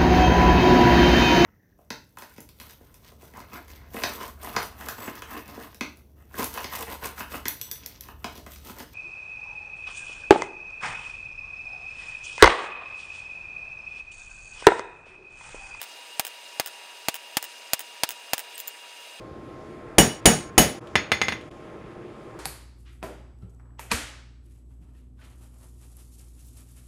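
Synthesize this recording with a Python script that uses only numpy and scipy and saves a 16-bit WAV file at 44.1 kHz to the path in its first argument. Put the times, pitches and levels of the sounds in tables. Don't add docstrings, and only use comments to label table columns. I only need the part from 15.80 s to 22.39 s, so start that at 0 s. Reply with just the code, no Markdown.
import sys
import numpy as np
from scipy import signal
from scipy.fft import rfft, irfft, next_fast_len
from scipy.io import wavfile
from scipy.ndimage import uniform_filter1d

SR = 44100
rng = np.random.default_rng(int(sys.argv[2]) if len(sys.argv) > 2 else 0)


def store_wav(level_fs):
    pcm = np.round(np.clip(np.atleast_2d(level_fs), -1, 1) * 32767)
    wavfile.write(sys.argv[1], SR, pcm.T.astype(np.int16))


def linear_from_db(decibels):
    return 10 ** (np.asarray(decibels, float) / 20)


N = 290619

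FAST, FAST_END_S = 8, 3.4
TOP_HZ = 15650
CONTACT_LAG_S = .0009
# [f/Hz, level/dB, t60/s]
CHISEL_MODES = [(700, -14, .3), (2035, -17, .25), (2935, -7, .4), (5630, -12, .4), (6600, -5, .25),
                (6655, -5, .23), (7004, -9, .33), (7400, -20, .25), (8021, -19, .22), (8231, -7, .22),
                (8452, -18, .2), (8818, -17, .23), (9297, -12, .15), (9469, -4, .22), (9520, -4, .18),
                (9830, -14, .2), (11250, -17, .2), (11790, -14, .15), (12690, -21, .2), (12930, -22, .22),
                (13220, -17, .14), (14060, -16, .17), (14260, -27, .2), (14870, -18, .29),
                (15150, -18, .17)]
# [f/Hz, level/dB, t60/s]
HAMMER_MODES = [(790, -10, .15), (1410, -12, .15), (1860, -7, .12), (2035, 1, .22), (2089, -5, .28),
                (2681, -12, .15), (2920, -10, .1), (3520, -8, .25), (4322, -12, .3), (5166, -14, .26),
                (5642, -15, .18), (6590, -13, .25), (6616, -8, .28), (7000, -22, .15), (8236, -24, .14),
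                (8452, -21, .13), (9420, -24, .2), (9512, -20, .22), (9830, -24, .19), (11240, -25, .1),
                (11790, -37, .12), (12510, -35, .11), (12690, -35, .12), (13220, -38, .12),
                (14260, -30, .22), (15150, -42, .13)]


def add(out, i, x):
    out[i:i + len(x)] += x
    return out


def on_log(hz, table):
    f, v = np.transpose(table)
    return np.interp(np.log(np.maximum(hz, 1)), np.log(f), v)


def bands(size, speed):
    fast = next_fast_len(size)
    octave = np.log2(np.maximum(np.fft.rfftfreq(fast, 1 / SR), 1) / speed)
    noise = rfft(rng.standard_normal(fast))
    for centre in np.arange(3.5, np.log2(SR / 2 / speed) + .5, .5):
        weight = np.cos(np.pi * np.clip(octave - centre, -.5, .5))
        yield 2 ** centre, irfft(noise * weight, fast)[:size]


def walk(rate_hz, size):
    k = int(SR / rate_hz)
    steps = np.repeat(rng.standard_normal(size // k + 1), k)
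    w = uniform_filter1d(uniform_filter1d(steps, k), k)[:size]
    return w / w.std()


def blower(size, speed, colour, rush_db, tone_db, waver_rad):
    # [f/Hz, width/Hz, level/dB]
    housing = [(120, 10, 3), (321, 25, 4), (354, 20, 5), (490, 35, 5), (625, 25, 6), (780, 30, 5),
               (1061, 20, 4), (1330, 90, 4), (2050, 150, 4)]
    # [f/Hz, level at true speed/dB, level when fast/dB]
    blade_tones = [(119.9, -57, -57), (353.3, -54, -53), (1060.5, -55.5, -62)]
    hz = np.fft.rfftfreq(size, 1 / SR)
    rush = 0
    for _, band in bands(size, speed):
        flicker_db = 0.87 * walk(2 * speed, size) + 1.3 * walk(12 * speed, size)
        rush = rush + band * linear_from_db(flicker_db)
    housing_db = sum(db / (1 + (2 * (hz / speed - f) / w) ** 2) for f, w, db in housing)
    low_cut = 1 / (1 + (16 * speed / (hz + 1)) ** 4)
    rush = irfft(rfft(rush) * linear_from_db(on_log(hz, colour) + housing_db) * low_cut, size)
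    t = np.arange(size) / SR * speed
    tones = 0
    for f, true_db, fast_db in blade_tones:
        level_db = (fast_db if speed > 1 else true_db) + 1.7 * walk(6 * speed, size)
        phase = 2 * np.pi * f * t + waver_rad * walk(4 * speed, size)
        tones = tones + linear_from_db(level_db) * np.sin(phase)
    return rush / rush.std() * linear_from_db(rush_db) + np.sqrt(2) * tones * linear_from_db(tone_db)


def blower_hum():
    # [f/Hz, level/dB per Hz]
    true_rush = [(15, -44), (25, -12.5), (114, -4.5), (244, -8), (356, -3.5), (781, -14), (945, -15.5),
                 (1340, -17), (1580, -20.5), (4000, -35), (10500, -46.5), (14000, -59.5), (16300, -71)]
    fast_rush = [(88, -78), (150, -35), (235, -20.5), (506, -7.5), (826, -6.5), (929, -11.5), (1250, -11),
                 (2730, -7), (3190, -9), (8680, -19.5), (16300, -29)]
    cut = int(FAST_END_S * SR)
    fast = blower(cut, FAST, fast_rush, rush_db=-46, tone_db=0.33, waver_rad=0.19)
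    true = blower(N - cut, 1, true_rush, rush_db=-42, tone_db=-.1, waver_rad=0.9)
    return np.append(fast, true)


def shop(speed, wet_db, early_db):
    # [f/Hz, t60/s]
    shop_t60 = [(50, 0.22), (200, 0.39), (700, 0.33), (2500, 0.35), (6000, 0.34), (11000, 0.26),
                (16000, 0.25)]
    # [t/s, level/dB]
    echoes = [(.0046, -13.5), (.009, -17)]
    tail_db, scatter_db, scatter_t60_s, smear_s = -28.5, 13.5, 0.017, .0003
    size = int(.6 * SR / speed)
    t = np.arange(size) / SR * speed
    room = 0
    for hz, band in bands(size, speed):
        tail = linear_from_db(wet_db - 60 * t / on_log(hz, shop_t60))
        scatter = linear_from_db(scatter_db + early_db - 60 * t / scatter_t60_s) * hz / (hz + 500)
        room = room + band * (tail + scatter)
    room *= linear_from_db(tail_db) * np.sqrt(speed) * np.minimum(t / 0.0035, 1)
    soft = np.hanning(int(smear_s * SR / speed) + 3)
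    for s, db in echoes:
        room = add(room, int(s * SR / speed), linear_from_db(db) * soft / soft.sum())
    return room


def crack(colour, edge_db, size=4096):
    hz = np.fft.rfftfreq(size, 1 / SR)
    tilt_db = edge_db / (1 + (5000 / (hz + 1)) ** 2)
    cep = irfft(np.log(linear_from_db(on_log(hz, colour) + tilt_db)), size)
    cep[1:size // 2] *= 2
    cep[size // 2 + 1:] = 0
    click = irfft(np.exp(rfft(cep)), size)
    return -click / np.abs(click).max()


def strike(out, hits, colour, modes, speed=1, level_db=0, ring_db=-20, wet_db=0, early_db=-5,
           grip=.6, beam_db=-8, rough=0.3, split_hz=30):
    chops_s = [3.4, 4.407, 4.708, 5.001, 5.701, 7]
    chop_fade_s = .012
    hz, db, t60 = np.transpose([m for m in modes if m[0] * speed < TOP_HZ])[:, :, None]
    place = shop(speed, wet_db, early_db)
    for hit in hits:
        s, blow_db, own_ring_db, edge_db = tuple(hit) + (0,) * (4 - len(hit))
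        room = .8 * place + .6 * shop(speed, wet_db, early_db)
        t = np.arange(len(room)) / SR * speed
        chance = rng.standard_normal((len(hz), 3)).T[:, :, None]
        beat = 1 + rough * sum(np.sin(2 * np.pi * (split_hz * c * t + c)) for c in chance[1:])
        decay = linear_from_db(db + 1.5 * chance[0] - 60 * t / (grip * t60))
        rings = beat * np.sin(2 * np.pi * hz * t) * decay
        ring = linear_from_db(ring_db + own_ring_db) * rings.sum(axis=0) * np.minimum(t / 0.00023, 1)
        click = np.append(crack(colour, edge_db), 0 * t)[:len(t)]
        answer = signal.fftconvolve(click + linear_from_db(beam_db) * ring, room)[:len(t)]
        i = int((s + CONTACT_LAG_S) * SR)
        wet = (click + ring + answer)[:N - i]
        left_s = min(c for c in chops_s if c > s) - s - np.arange(len(wet)) / SR
        out = add(out, i, wet * np.clip(left_s / chop_fade_s, 0, 1) * linear_from_db(blow_db + level_db))
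    return out


def ticks(out):
    # [t/s, level/dB]
    times = [
        (5.0719, -39),
        (5.6114, -39),
        (5.7129, -44),
        (6.1144, -53),
    ]
    # [f/Hz, level/dB]
    colour = [(500, -10), (2000, -12), (3100, -1.5), (5000, -18), (9000, -23), (17000, -39.5)]
    return strike(out, times, colour, HAMMER_MODES, level_db=6.0, ring_db=-35, wet_db=-7, grip=.3)


def tools_laid_down(out):
    # [t/s, level/dB, ring/dB]
    clinks = [
        (2.7784, -21.5, -12),
        (2.7913, -28, -6.5),
        (2.796, -31.5, -1),
        (2.8008, -18.5, -3.5),
        (2.8051, -38.5, -5),
        (2.81, -33, 2),
        (2.8737, -33.5, 11.5),
        (2.8784, -19.5, 2),
    ]
    # [t/s, level/dB]
    tongs = [
        (2.7446, -32),
        (2.7541, -29),
    ]
    # [f/Hz, level/dB]
    colour = [(300, -33), (2500, -2), (5000, -1), (8000, -5), (13000, 0), (17000, 6)]
    # [f/Hz, level/dB, t60/s]
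    tool_modes = [(892, -4, 0.19), (1690, -6, 0.32), (1810, -16, .14), (1650, -12, .1)]
    tong_modes = [(1036, 8, 0.5), (1075, -11, .4)]
    out = strike(out, clinks, colour, tool_modes, speed=FAST, level_db=8.0, ring_db=-9.0,
                 wet_db=-3, early_db=-19, grip=0.31)
    return strike(out, tongs, colour, tong_modes, speed=FAST, level_db=-1.0, ring_db=-15,
                  wet_db=-9, grip=.9)


def rebounds(drops, drop_db):
    hits = []
    for (s, flight_s, kept), db in zip(drops, drop_db):
        hits.append((s, db))
        for k in range(4):
            s = s + flight_s * kept ** k
            hits.append((s, db - 4 - 5 * k))
    return hits


def fast_hammer_bounces(out):
    # [t/s, first flight/s, share of flight time kept per rebound]
    drops = [(.0148, .0131, .56), (.4493, .0174, .48), (.8598, .0123, .49), (1.3420, .0122, .52),
             (1.6260, .0143, .49), (1.9925, .0121, .52), (2.2895, .0158, .55), (2.5792, .0130, .55)]
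    drop_db = [-14, -13.5, -14.5, -13.5, -14, -14, -11.5, -12]
    # [f/Hz, level/dB]
    colour = [(180, -53), (300, -7), (2720, -1), (3740, -2), (4570, -12), (6710, -4), (9850, -9),
              (11100, -6), (12000, -6), (14700, -9.5), (16300, 5.5)]
    return strike(out, rebounds(drops, drop_db), colour, HAMMER_MODES, speed=FAST, level_db=1.9,
                  ring_db=-29.5, wet_db=0.5, early_db=12, grip=0.3)


def hammer_bounces(out):
    # [t/s, level/dB, ring/dB, hard edge/dB]
    bounces = [
        (5.1544, 1.5, -3, -6.5),
        (5.3171, -1, 2, -2.5),
        (5.415, -3.5, 1.5, -1),
        (5.483, -6.5, -1.5, -3),
        (5.5222, -12.5, -1, -7),
    ]
    # [f/Hz, level/dB per Hz]
    colour = [(35, -86), (70, 0.5), (380, -3.5), (800, -3.5), (1100, -4.5), (2000, 1.5), (3000, -4.5),
              (4400, -11.5), (6500, -19.5), (9700, -34), (14800, -39), (16300, -72)]
    return strike(out, bounces, colour, HAMMER_MODES, level_db=2.5, ring_db=-25.0, wet_db=-9,
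                  early_db=1.0, grip=0.75, beam_db=-11, rough=.5, split_hz=30)


def stand(out, hits, level_db):
    # [f/Hz, level/dB, t60/s]
    block_modes = [(52.4, -26, .2), (95, -25.5, .2), (150.3, -23.5, 0.25), (189.3, -24.5, 0.27),
                   (230.8, -23.5, .3), (423.8, -29, .2), (730, -28, 0.26)]
    rise_s = 0.01
    t = np.arange(int(.22 * SR)) / SR
    boom = sum(linear_from_db(db - 60 * t / t60) * np.sin(2 * np.pi * hz * t) for hz, db, t60 in block_modes)
    thud = (1 - np.exp(-t / rise_s)) * boom
    for s, db, *_ in hits:
        out = add(out, int((s + CONTACT_LAG_S) * SR), thud * linear_from_db(db + level_db))
    return out


def fast_chisel_blows(out):
    # [t/s, level/dB, hard edge/dB]
    blows = [
        (0.395, -4, 8),
        (0.797, -3.5, 1),
        (1.284, -2.5, 1.5),
        (1.569, -1.5, 4.5),
        (1.933, -1.5, 9),
        (2.234, -2, 3),
        (2.533, -2.5, 2.5),
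    ]
    # [f/Hz, level/dB per Hz]
    colour = [(35, -17), (90, -9), (250, -5), (750, 4.5), (1500, -2), (2200, -1), (4400, -5.5),
              (5600, -7.5), (8600, -10.5), (11000, -13.5), (15200, -13.5), (16300, -25)]
    hits = [(s, db, 0, edge_db) for s, db, edge_db in blows]
    return strike(out, hits, colour, CHISEL_MODES, speed=FAST, level_db=0.7, ring_db=-36.5,
                  wet_db=-0.44, early_db=6.0, grip=0.43)


def chisel_blows(out):
    # [t/s, level/dB, ring/dB, hard edge/dB]
    square_blows = [
        (4.182, 8, 2.5, 2),
        (4.4554, 9.5, 0.5, 6),
    ]
    askew_blow = [
        (4.7780, 7, -1.3, 7.5),
    ]
    # [f/Hz, level/dB per Hz]
    colour = [(15, -37.5), (40, -1), (140, 1), (720, -3), (1150, -13), (2000, -9.5), (2950, -16),
              (3500, -17.5), (6000, -20), (6800, -19), (8500, -29), (9500, -13), (11000, -30), (16300, -40)]
    # [f/Hz, level/dB, t60/s]
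    askew_modes = [(2040, -8, .3), (2960, -7, .3), (5630, -14, .36), (6610, -6, .3), (7950, -14, .25),
                   (15150, -16, .2), (9500, -6, .12), (9830, -8, .25), (11250, -14, .2), (11790, -12, .2),
                   (12510, -15, .2), (12930, -15, .22), (13220, -16, .2), (14060, -13, .2)]
    out = strike(out, square_blows, colour, CHISEL_MODES, level_db=0.0, ring_db=-22, wet_db=-0.5,
                 early_db=7.5, grip=0.54, beam_db=-5, rough=0.1, split_hz=33)
    out = strike(out, askew_blow, colour, askew_modes, level_db=0.5, ring_db=-17.5, wet_db=1.8,
                 early_db=6.5, grip=0.55, beam_db=-8.5, rough=0.3, split_hz=57)
    return stand(out, square_blows + askew_blow, level_db=1.0)


def scene():
    dips_s = [5.001, 5.701]
    dip_s = .015
    out = blower_hum()
    out = ticks(out)
    out = tools_laid_down(out)
    out = fast_hammer_bounces(out)
    out = hammer_bounces(out)
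    out = fast_chisel_blows(out)
    out = chisel_blows(out)
    t = np.arange(N) / SR
    for s in dips_s:
        out = out * np.clip(np.abs(t - s) / dip_s, .03, 1)
    return out[None]


def roll_off(x):
    return signal.sosfilt(signal.butter(12, 16410, fs=SR, output="sos"), x)


def record(dry):
    low_pass = signal.ellip(8, .2, 60, TOP_HZ, fs=SR, output="sos")
    x = signal.sosfilt(low_pass, np.clip(dry, -.95, .95))
    return roll_off(np.clip(x, -1, 1))


dry = scene()
out = record(dry)
store_wav(out)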